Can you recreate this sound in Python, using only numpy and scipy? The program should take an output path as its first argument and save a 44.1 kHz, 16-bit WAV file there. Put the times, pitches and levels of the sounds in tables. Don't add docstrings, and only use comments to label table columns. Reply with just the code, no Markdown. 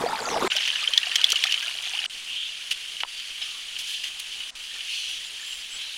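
import sys
import numpy as np
from scipy import signal
from scipy.io import wavfile
from scipy.ndimage import uniform_filter1d

SR = 44100
rng = np.random.default_rng(int(sys.argv[2]) if len(sys.argv) > 2 else 0)


def amplitude_ratio(level_db):
    exponent = np.asarray(level_db, float) / 20
    return 10 ** exponent


def output_pcm(signal):
    pcm = np.clip(np.atleast_2d(signal).T, -1, 1) * 32767
    wavfile.write(sys.argv[1], SR, np.round(pcm).astype(np.int16))


N = 263277

# start_s, end_s
SHOTS = [
    (0, .479),
    (.502, 2.0635),
    (2.097, 4.506),
    (4.552, 6),
]

# frequency_hz, density_db
FOREST_COLOUR = [(20, 10.5), (45, 1), (90, -8), (200, -4.5), (400, -5), (1300, -0.5), (5000, -2.5),
                 (8500, -6), (11000, -22), (13000, -45)]
# start_s, length_s, from_hz, to_hz, level_db
BIRDS = [(0.052, 0.054, 4360, 5000, -40.5), (0.398, 0.19, 7340, 7240, -51), (1.998, 0.18, 8000, 8250, -57),
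         (2.3, 0.2, 3550, 3600, -41), (3.036, 0.28, 4600, 4630, -47), (3.44, 0.18, 1297, 1190, -55),
         (4.88, .2, 4390, 4200, -40), (5.242, .06, 7200, 7060, -48), (5.395, .04, 6500, 7400, -46),
         (5.42, .22, 7500, 7400, -47), (5.7, 0.089, 7770, 7800, -42.5)]
# start_s, length_s,
# from_hz, to_hz, level_db
BLURRED_CALLS = [
    (0.19, 0.24, 7600, 4200, -38),
    (2.25, 0.26, 2850, 3336, -31.5),
    (4.87, .14, 2800, 2900, -34),
    (5.02, .16, 2950, 3200, -35),
    (4.88, .33, 6100, 5800, -45),
    (5.77, .08, 3200, 3600, -37.5),
    (5.761, 0.23, 4150, 3700, -42),
]

# time_s, level_db
RUSH = [(0.503, -26), (0.7, -28), (0.95, -31), (1.2, -29), (1.4, -29), (1.78, -34), (1.88, -33),
        (2.063, -31), (2.098, -36.5), (2.75, -36), (3.05, -37.5), (3.6, -36), (4.0, -36.5), (4.5, -36.5),
        (4.553, -39), (4.75, -35.5), (5.3, -37), (5.97, -36.5)]
# middle_s, half_width_s, rise_db, extra_treble_db_per_octave
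SURGES = [
    (2.38, 0.068, 2, -1),
    (2.53, 0.074, 2.5, -2),
    (3.2, 0.041, 3.5, -0.5),
    (3.5, 0.044, 2.5, 0.7),
    (3.92, 0.1, 5.5, 1.5),
    (4.34, 0.035, 3.5, 0.5),
    (4.94, 0.067, 4.5, 2.1),
    (5.1, 0.13, 5, 1),
]
# frequency_hz, gain_db
SMALL_MIC = [(840, -30.5), (1400, -19.5), (1750, -12.5), (2000, -13), (2600, -3.5), (3080, 2), (3450, -3.5),
             (3850, -8.5), (4500, -10.5), (5300, -15), (6200, -15.5), (8200, -23.5), (9600, -20.5),
             (12500, -35.5)]

# time_s, level_db, brightness_db_per_octave
CLOSE = [
    (0.0, -31.5, 6.5),
    (0.132, -27.5, 2),
    (0.29, -30, 5.5),
    (0.478, -24, 4.5),
]
# frequency_hz, density_db
CLOSE_COLOUR = [(24, -53), (40, -47), (243, -6), (320, -20), (455, -1.5), (585, -9), (873, -4.5),
                (2570, -11), (3060, -6), (3560, -3.5), (5720, -20.5), (9690, -23.5), (16000, -40)]
# start_s, peak_db, pitch_hz, t60_s
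GURGLES = [(0.038, -14, 464, 0.055), (0.062, -13, 690, 0.036), (0.094, -22, 827, 0.062),
           (0.131, -16.5, 885, 0.046), (0.147, -21.5, 860, 0.064), (0.205, -30, 440, 0.06),
           (0.11, -23, 1300, 0.03), (0.19, -24, 1450, 0.03), (0.251, -24.5, 1335, 0.081),
           (0.272, -21, 800, 0.03), (0.32, -24, 453, 0.13), (0.342, -18.5, 840, 0.064),
           (0.363, -15.5, 660, 0.046), (0.38, -22, 455, 0.089), (0.405, -24, 937, 0.039),
           (0.425, -13.5, 1110, 0.024), (0.444, -14.5, 369, 0.075)]
# start_s, peak_db, pitch_hz
PINGS = [
    (0.105, -28, 3600),
    (0.1595, -23, 4230),
    (0.19, -27, 4860),
    (0.2038, -22, 4600),
    (0.2563, -20, 4650),
    (0.288, -20, 2620),
    (0.302, -23, 4150),
    (0.343, -22.5, 2900),
    (0.45, -26, 4000),
]

# start_s, peak_db, treble_db, bass_db
SPLASHES = [(0.516, -12, -43, -21), (0.5643, -9.5, -17.5, -26), (0.605, -17, -18, -9),
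            (0.651, -18, -25, -21), (0.676, -15.5, -14, -7), (0.756, -14, -28, -14.5),
            (0.839, -16, -37, -31), (0.875, -9.5, -33, -27), (0.9349, -8.5, -30, -41),
            (0.9764, -1, -21, -30), (1.0305, -14, -28, -33), (1.067, -18, -31, -15),
            (1.114, -15.5, -31, -18), (1.1562, -5.5, -16.5, -16.5), (1.2127, -12, -27, -27),
            (1.2417, -0.6, -21, -32), (1.289, -15, -19, -28), (1.301, -13, -1.5, -23),
            (1.3198, -4.5, -8, -28), (1.357, -10, -23, -39), (1.4383, -5, -20, -20),
            (1.4689, -13.5, -26, -25), (1.5086, -15, -25, -35), (1.522, -9.5, -20, -25),
            (1.541, -9, -28.5, -26), (1.6254, -18.5, -21, -11), (1.6796, -17, -27, -27),
            (1.8235, -29, -1, -34), (2.0565, -17, -24, -22)]
# start_s, peak_db
SPATTERS = [(0.5077, -22), (0.7717, -29), (1.1812, -18), (1.374, -21), (1.425, -19), (1.4942, -18),
            (1.582, -22.5), (1.709, -21), (1.86, -20.5), (1.934, -18), (1.949, -18), (1.978, -19.5),
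            (1.989, -17.5), (2.0177, -22), (2.0385, -17.5)]
# start_s, peak_db, treble_db, t60_s
KNOCKS = [(2.3782, -36, -52, 0.035), (2.711, -15, -29, 0.074), (2.9665, -24.5, -24, 0.032),
          (3.0026, -16.5, -24, 0.045), (3.0324, -22, -28, 0.03), (3.086, -32, -4, 0.02),
          (3.197, -26, -25, 0.042), (3.3045, -27, -22, 0.018), (3.378, -28, -23, 0.029),
          (3.411, -29, -19, 0.034), (3.7637, -21, -41, 0.029), (3.7885, -23, -12, 0.052),
          (3.8714, -26, -7, 0.025), (4.038, -18.5, -19, 0.032), (4.4024, -23, -28, 0.061),
          (4.4333, -24, -22, 0.035), (4.806, -22.5, -28, 0.035), (5.524, -25.5, -24, 0.039),
          (5.766, -26, -24, 0.032)]
# start_s, peak_db, pitch_hz
DRIPS = [(.521, -27, 1490), (0.553, -31.5, 603), (.565, -29, 1520), (0.681, -45, 1600),
         (0.732, -29.5, 1670), (.828, -32.5, 1200), (.905, -38, 1100), (0.959, -40, 910), (.976, -23, 1830),
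         (1.035, -27, 1800), (1.069, -33, 708), (1.124, -28, 1790), (1.192, -38, 940), (1.451, -34, 750),
         (1.485, -29, 1760), (1.633, -30, 1610), (1.661, -37, 1360), (2.005, -44, 790), (4.712, -38, 1780),
         (4.762, -41, 1750), (5.21, -38, 1900), (5.397, -39, 1790), (5.43, -37.5, 1750), (3.415, -48, 745),
         (3.428, -30, 5150), (3.419, -29, 3800)]
# start_s, peak_db, pitch_hz, t60_s, rise_octaves_per_s
CHIRPS = [
    (.572, -33, 695, 0.05, 35),
    (3.048, -27, 960, 0.015, 20),
    (.886, -39.5, 445, 0.096, 30),
    (1.323, -38.5, 353, 0.15, 56),
    (1.329, -23.5, 1230, 0.027, 60),
    (1.452, -30, 1106, 0.15, 62),
    (1.935, -40, 698, 0.33, 25),
    (2.05, -32.5, 1360, 0.06, 45),
]
# start_s, length_s, level_db, brightness_db_per_octave
RUSTLES = [
    (2.706, 0.03, -28, 3.5),
    (3.413, .04, -33, -4.5),
    (3.781, 0.047, -37, 6.5),
    (3.876, 0.084, -38.5, 6),
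    (4.03, 0.072, -36, 2),
    (4.194, 0.014, -35, 8.5),
    (5.082, 0.047, -40, 5.5),
    (5.443, 0.18, -49, 10),
    (5.775, 0.078, -43, -2),
]
# start_s, peak_db, pitch_hz
THUMP = (3.0345, -14, 1000)

BOTTOM, TOP = (107, -56.5), (20000, -41.5)
FOREST_DB = -53
CALL_ENDS_DB = -9.5
BIRD_BLUR_HZ, WIDE_BLUR_HZ = 260, 470
EDGE_TILT, FAR_TILT = (1.7, 5.15), (2.48, 0.73)  # treble, bass in dB per octave at the usual level
EDGE_USUAL_DB, FAR_USUAL_DB = -29.5, -35.5
TREBLE_PER_DB, BASS_PER_SURGE_DB = -0.56, -2
GURGLE_RISE, PING_RISE, DRIP_RISE = 0.23, 0.099, 0.22
PING_T60_S, DRIP_T60_S, SPLASH_T60_S = 0.015, 0.063, 0.029
SPATTER_TREBLE_DB, SPATTER_BASS_DB, KNOCK_BASS_DB = -37, -28, -21
HARD_DB = -12
RING_HZ, RING_HZ_PER_DB, RING_SCATTER_HZ = 2916, 40.5, 126
SNAP_PER_DB, SHORTER_S_PER_DB = 0.23, 0.0008


def evened(x):
    return x / np.sqrt(np.mean(x ** 2) + 1e-20)


def read(points, hz):
    f, value = np.transpose(points)
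    return np.interp(np.log(hz + 1), np.log(f + 1), value)


def curve(rows):
    s, *columns = np.transpose(rows)
    return [np.interp(np.arange(N) / SR, s, c) for c in columns]


def add(mix, s, sound):
    part = mix[round(s * SR):][:len(sound)]
    part += sound[:len(part)]


def causal(points, size=2048):
    gain_db = read(points, abs(np.fft.fftfreq(size, 1 / SR)))
    log_gain = np.log(amplitude_ratio(np.maximum(gain_db, -100)))
    spectrum = np.exp(np.conj(signal.hilbert(log_gain)))
    taps = np.fft.ifft(spectrum).real[:size // 2]
    return taps / np.linalg.norm(taps)


def hiss(colour, treble_db, bass_db, patchy_db, flicker_db, size=512):
    hop = size // 4
    frames, hz = N // hop + 5, np.fft.rfftfreq(size, 1 / SR)
    a, b, patches = rng.standard_normal((frames, len(hz), 3)).T
    patches = uniform_filter1d(patches, size=5, axis=0)
    patches = evened(uniform_filter1d(patches, size=6, axis=1))
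    flicker = evened(uniform_filter1d(rng.standard_normal(frames), size=3))
    octaves = np.log2((hz + 200) / 3200)[:, None]
    at = np.minimum(np.arange(frames) * hop, N - 1)
    tilt = np.clip(octaves, 0, 1.6) * treble_db[at] + np.maximum(-octaves, 0) * bass_db[at]
    field_db = read(colour, hz)[:, None] + tilt + patchy_db[at] * patches + flicker_db * flicker
    field = (a + 1j * b) * amplitude_ratio(field_db)
    noise = signal.istft(field, nperseg=size, noverlap=size - hop)[1][:N]
    return noise / np.sqrt(np.median(uniform_filter1d(noise ** 2, size=2000)))


def bubble(hz, t60, rise):
    t = np.arange(0, abs(t60) + .002, 1 / SR)
    pitch_hz = np.minimum(hz * 2 ** (rise * t / t60), SR / 3)
    turns = np.cumsum(pitch_hz) / SR
    onset = 1 - np.exp(-t * hz / 0.28)
    return np.sin(2 * np.pi * turns) * amplitude_ratio(-60 * t / t60) * onset


def fizz(lo_hz, hi_hz, per_s, spread_db, cycles, count=24):
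    strength = amplitude_ratio(spread_db * np.minimum(rng.exponential(1, N), 3.6))
    strength = strength * (rng.random(N) < per_s / SR)
    kind = rng.integers(0, count, N)
    shapes = [bubble(f, cycles / f, 0.46) for f in np.geomspace(lo_hz, hi_hz, count)]
    out = np.zeros(N)
    for at in np.flatnonzero(strength):
        add(out, at / SR, strength[at] * shapes[kind[at]])
    return out


def call(length, from_hz, to_hz, db, blur_hz):
    u = np.arange(0, length, 1 / SR) / length
    r = np.exp(-2 * np.pi * (blur_hz + 0.1 * abs(to_hz - from_hz)) / SR)
    noise = rng.standard_normal((20000, 2)) @ [1, 1j]
    smear = signal.lfilter([1], np.poly([r, r, r, r]), noise)
    smear = smear[2000:][:len(u)]
    turns = np.cumsum(from_hz + (to_hz - from_hz) * u) / SR
    tone = (smear * np.exp(2j * np.pi * turns)).real
    arch = amplitude_ratio(db + CALL_ENDS_DB * (2 * u - 1) ** 2)
    return arch * evened(tone) * signal.windows.tukey(len(u), .25)


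def forest():
    flat = np.zeros(N)
    air = hiss(FOREST_COLOUR, flat, flat, patchy_db=flat + 1.1, flicker_db=-2.0, size=2048)
    out = amplitude_ratio(FOREST_DB) * air
    for calls, blur_hz in [(BIRDS, BIRD_BLUR_HZ), (BLURRED_CALLS, WIDE_BLUR_HZ)]:
        for s, *row in calls:
            add(out, s, call(*row, blur_hz))
    return out


def trickle():
    return amplitude_ratio(-57.5) * evened(fizz(620, 2200, 110, 2.6, 28.0))


def rush():
    t = np.arange(N) / SR
    edge = t < SHOTS[1][1]
    surge_db, spray_db = sum(np.c_[tilts] * np.exp(-((t - s) / half) ** 2) for s, half, *tilts in SURGES)
    level_db = curve(RUSH)[0] + surge_db
    treble_db, bass_db = np.where(edge, np.c_[[*EDGE_TILT]], np.c_[[*FAR_TILT]])
    excess_db = level_db - np.where(edge, EDGE_USUAL_DB, FAR_USUAL_DB)
    treble_db = treble_db + spray_db + TREBLE_PER_DB * excess_db
    bass_db = bass_db + BASS_PER_SURGE_DB * surge_db
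    crowd = signal.lfilter([1, -.9], [1], fizz(712, 8720, 700, 3.8, 19.))
    grains = signal.oaconvolve(crowd, causal(SMALL_MIC + [TOP]))[:N]
    share = np.where(edge, amplitude_ratio(.5), amplitude_ratio(-11))
    patchy_db = np.where(edge, 3, 1.3)
    wash = hiss([BOTTOM] + SMALL_MIC + [TOP], treble_db, bass_db, patchy_db, flicker_db=.7)
    return amplitude_ratio(level_db) * (wash + share * evened(grains)) / np.sqrt(1 + share ** 2)


def close_water():
    level_db, bright_db = curve(CLOSE)
    wash = hiss(CLOSE_COLOUR, bright_db, bright_db, patchy_db=np.full(N, 3.5), flicker_db=2.0)
    coarse_fizz = evened(fizz(650, 2300, 350, 3.2, 15.))
    fine_fizz = evened(fizz(1830, 10900, 500, 2.6, 27.0))
    out = amplitude_ratio(level_db) * (amplitude_ratio(-6) * wash + amplitude_ratio(-5) * coarse_fizz + amplitude_ratio(-14) * fine_fizz)
    for s, db, hz, t60 in GURGLES:
        add(out, s, amplitude_ratio(db) * bubble(hz, t60, GURGLE_RISE))
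    for s, db, hz in PINGS:
        add(out, s, amplitude_ratio(db) * bubble(hz, PING_T60_S, PING_RISE))
    return out


def rustle(length, bright_db):
    count = round(length * SR)
    noise, grip = rng.standard_normal((9000, 2)).T
    crackle = noise * amplitude_ratio(1.9 * evened(uniform_filter1d(grip, size=40)))
    envelope = signal.windows.tukey(count, .4) * np.linspace(1, .45, count)
    colour = [(f, db + bright_db * max(np.log2(f / 3000), 0)) for f, db in SMALL_MIC + [TOP]]
    return evened(signal.oaconvolve(crackle[:count] * envelope, causal(colour, size=512)))


def thump(hz):
    out = np.zeros(4000)
    add(out, 0, 0.99 * bubble(hz, 0.0078, -.3))
    add(out, 0, -0.96 * bubble(2.02 * hz, 0.005, -.1))
    add(out, 0, 1.5 * bubble(3140, 0.0053, -0.12))
    add(out, 0, 0.23 * bubble(1.28 * hz, 0.029, 0.06))
    return out


def ring_hz(db):
    scatter_hz = RING_SCATTER_HZ * rng.uniform(-0.37, 1)
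    return RING_HZ + RING_HZ_PER_DB * max(db - HARD_DB, 0) + scatter_hz


def splash(treble_db, bass_db, t60, hz, snap):
    t = np.arange(2600) / SR
    noise, clumps = rng.standard_normal((len(t), 2)).T
    clumps = amplitude_ratio(3 * evened(uniform_filter1d(clumps, size=60)))
    packet = snap * np.exp(-t / 0.00026) * (np.sin(2 * np.pi * hz * t) + .5 * noise)
    droplets = noise * clumps * amplitude_ratio(-60 * t / t60)
    drive = (packet + droplets) * (1 - np.exp(-t / 0.0007))
    colour = [(500, bass_db - 25.0), (1200, bass_db - 12), (1900, bass_db),
              (0.84 * hz, -16), (hz, 0), (1.114 * hz, -16),
              (5800, treble_db), (9000, treble_db - 16.5), (16000, treble_db - 23.5)]
    sound = signal.oaconvolve(drive, causal(colour, size=1024))
    return sound / abs(sound).max()


def hands():
    out = np.zeros(N)
    small = [(s, db, SPATTER_TREBLE_DB, SPATTER_BASS_DB) for s, db in SPATTERS]
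    for s, db, treble_db, bass_db in SPLASHES + small:
        hard_db = max(db - HARD_DB, 0)
        t60 = SPLASH_T60_S - SHORTER_S_PER_DB * hard_db
        snap = 0.5 + SNAP_PER_DB * hard_db
        add(out, s, amplitude_ratio(db) * splash(treble_db, bass_db, t60, ring_hz(db), snap))
    for s, db, treble_db, t60 in KNOCKS:
        add(out, s, amplitude_ratio(db) * splash(treble_db, KNOCK_BASS_DB, t60, ring_hz(db), snap=0.49))
    for s, db, hz in DRIPS:
        add(out, s, amplitude_ratio(db) * bubble(hz, DRIP_T60_S, DRIP_RISE))
    for s, db, hz, t60, octaves_per_s in CHIRPS:
        add(out, s, amplitude_ratio(db) * bubble(hz, t60, octaves_per_s * t60))
    for s, length, db, bright_db in RUSTLES:
        add(out, s, amplitude_ratio(db) * rustle(length, bright_db))
    s, db, hz = THUMP
    add(out, s, amplitude_ratio(db) * thump(hz))
    no_bass = signal.butter(2, 330, "high", fs=SR, output="sos")
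    return signal.sosfilt(no_bass, out)


def scene():
    t = np.arange(N) / SR
    close, *later = [uniform_filter1d(1. * (t >= a) * (t < b), size=40) for a, b in SHOTS]
    since = t - THUMP[0]
    duck = amplitude_ratio(-7 * (since > 0) * np.exp(-abs(since / 0.049) ** 3))
    river = close * close_water() + sum(later) * (duck * rush() + hands())
    return (river + forest() + later[0] * trickle())[None]


def top_cut(x):
    return signal.sosfilt(signal.butter(12, 16640, fs=SR, output="sos"), x)


def record(dry):
    edge = signal.firwin(511, 15950, window=("kaiser", 6), fs=SR)
    mix = signal.oaconvolve(dry, edge[None], "same")
    return top_cut(mix)


dry = scene()
out = record(dry)
output_pcm(out)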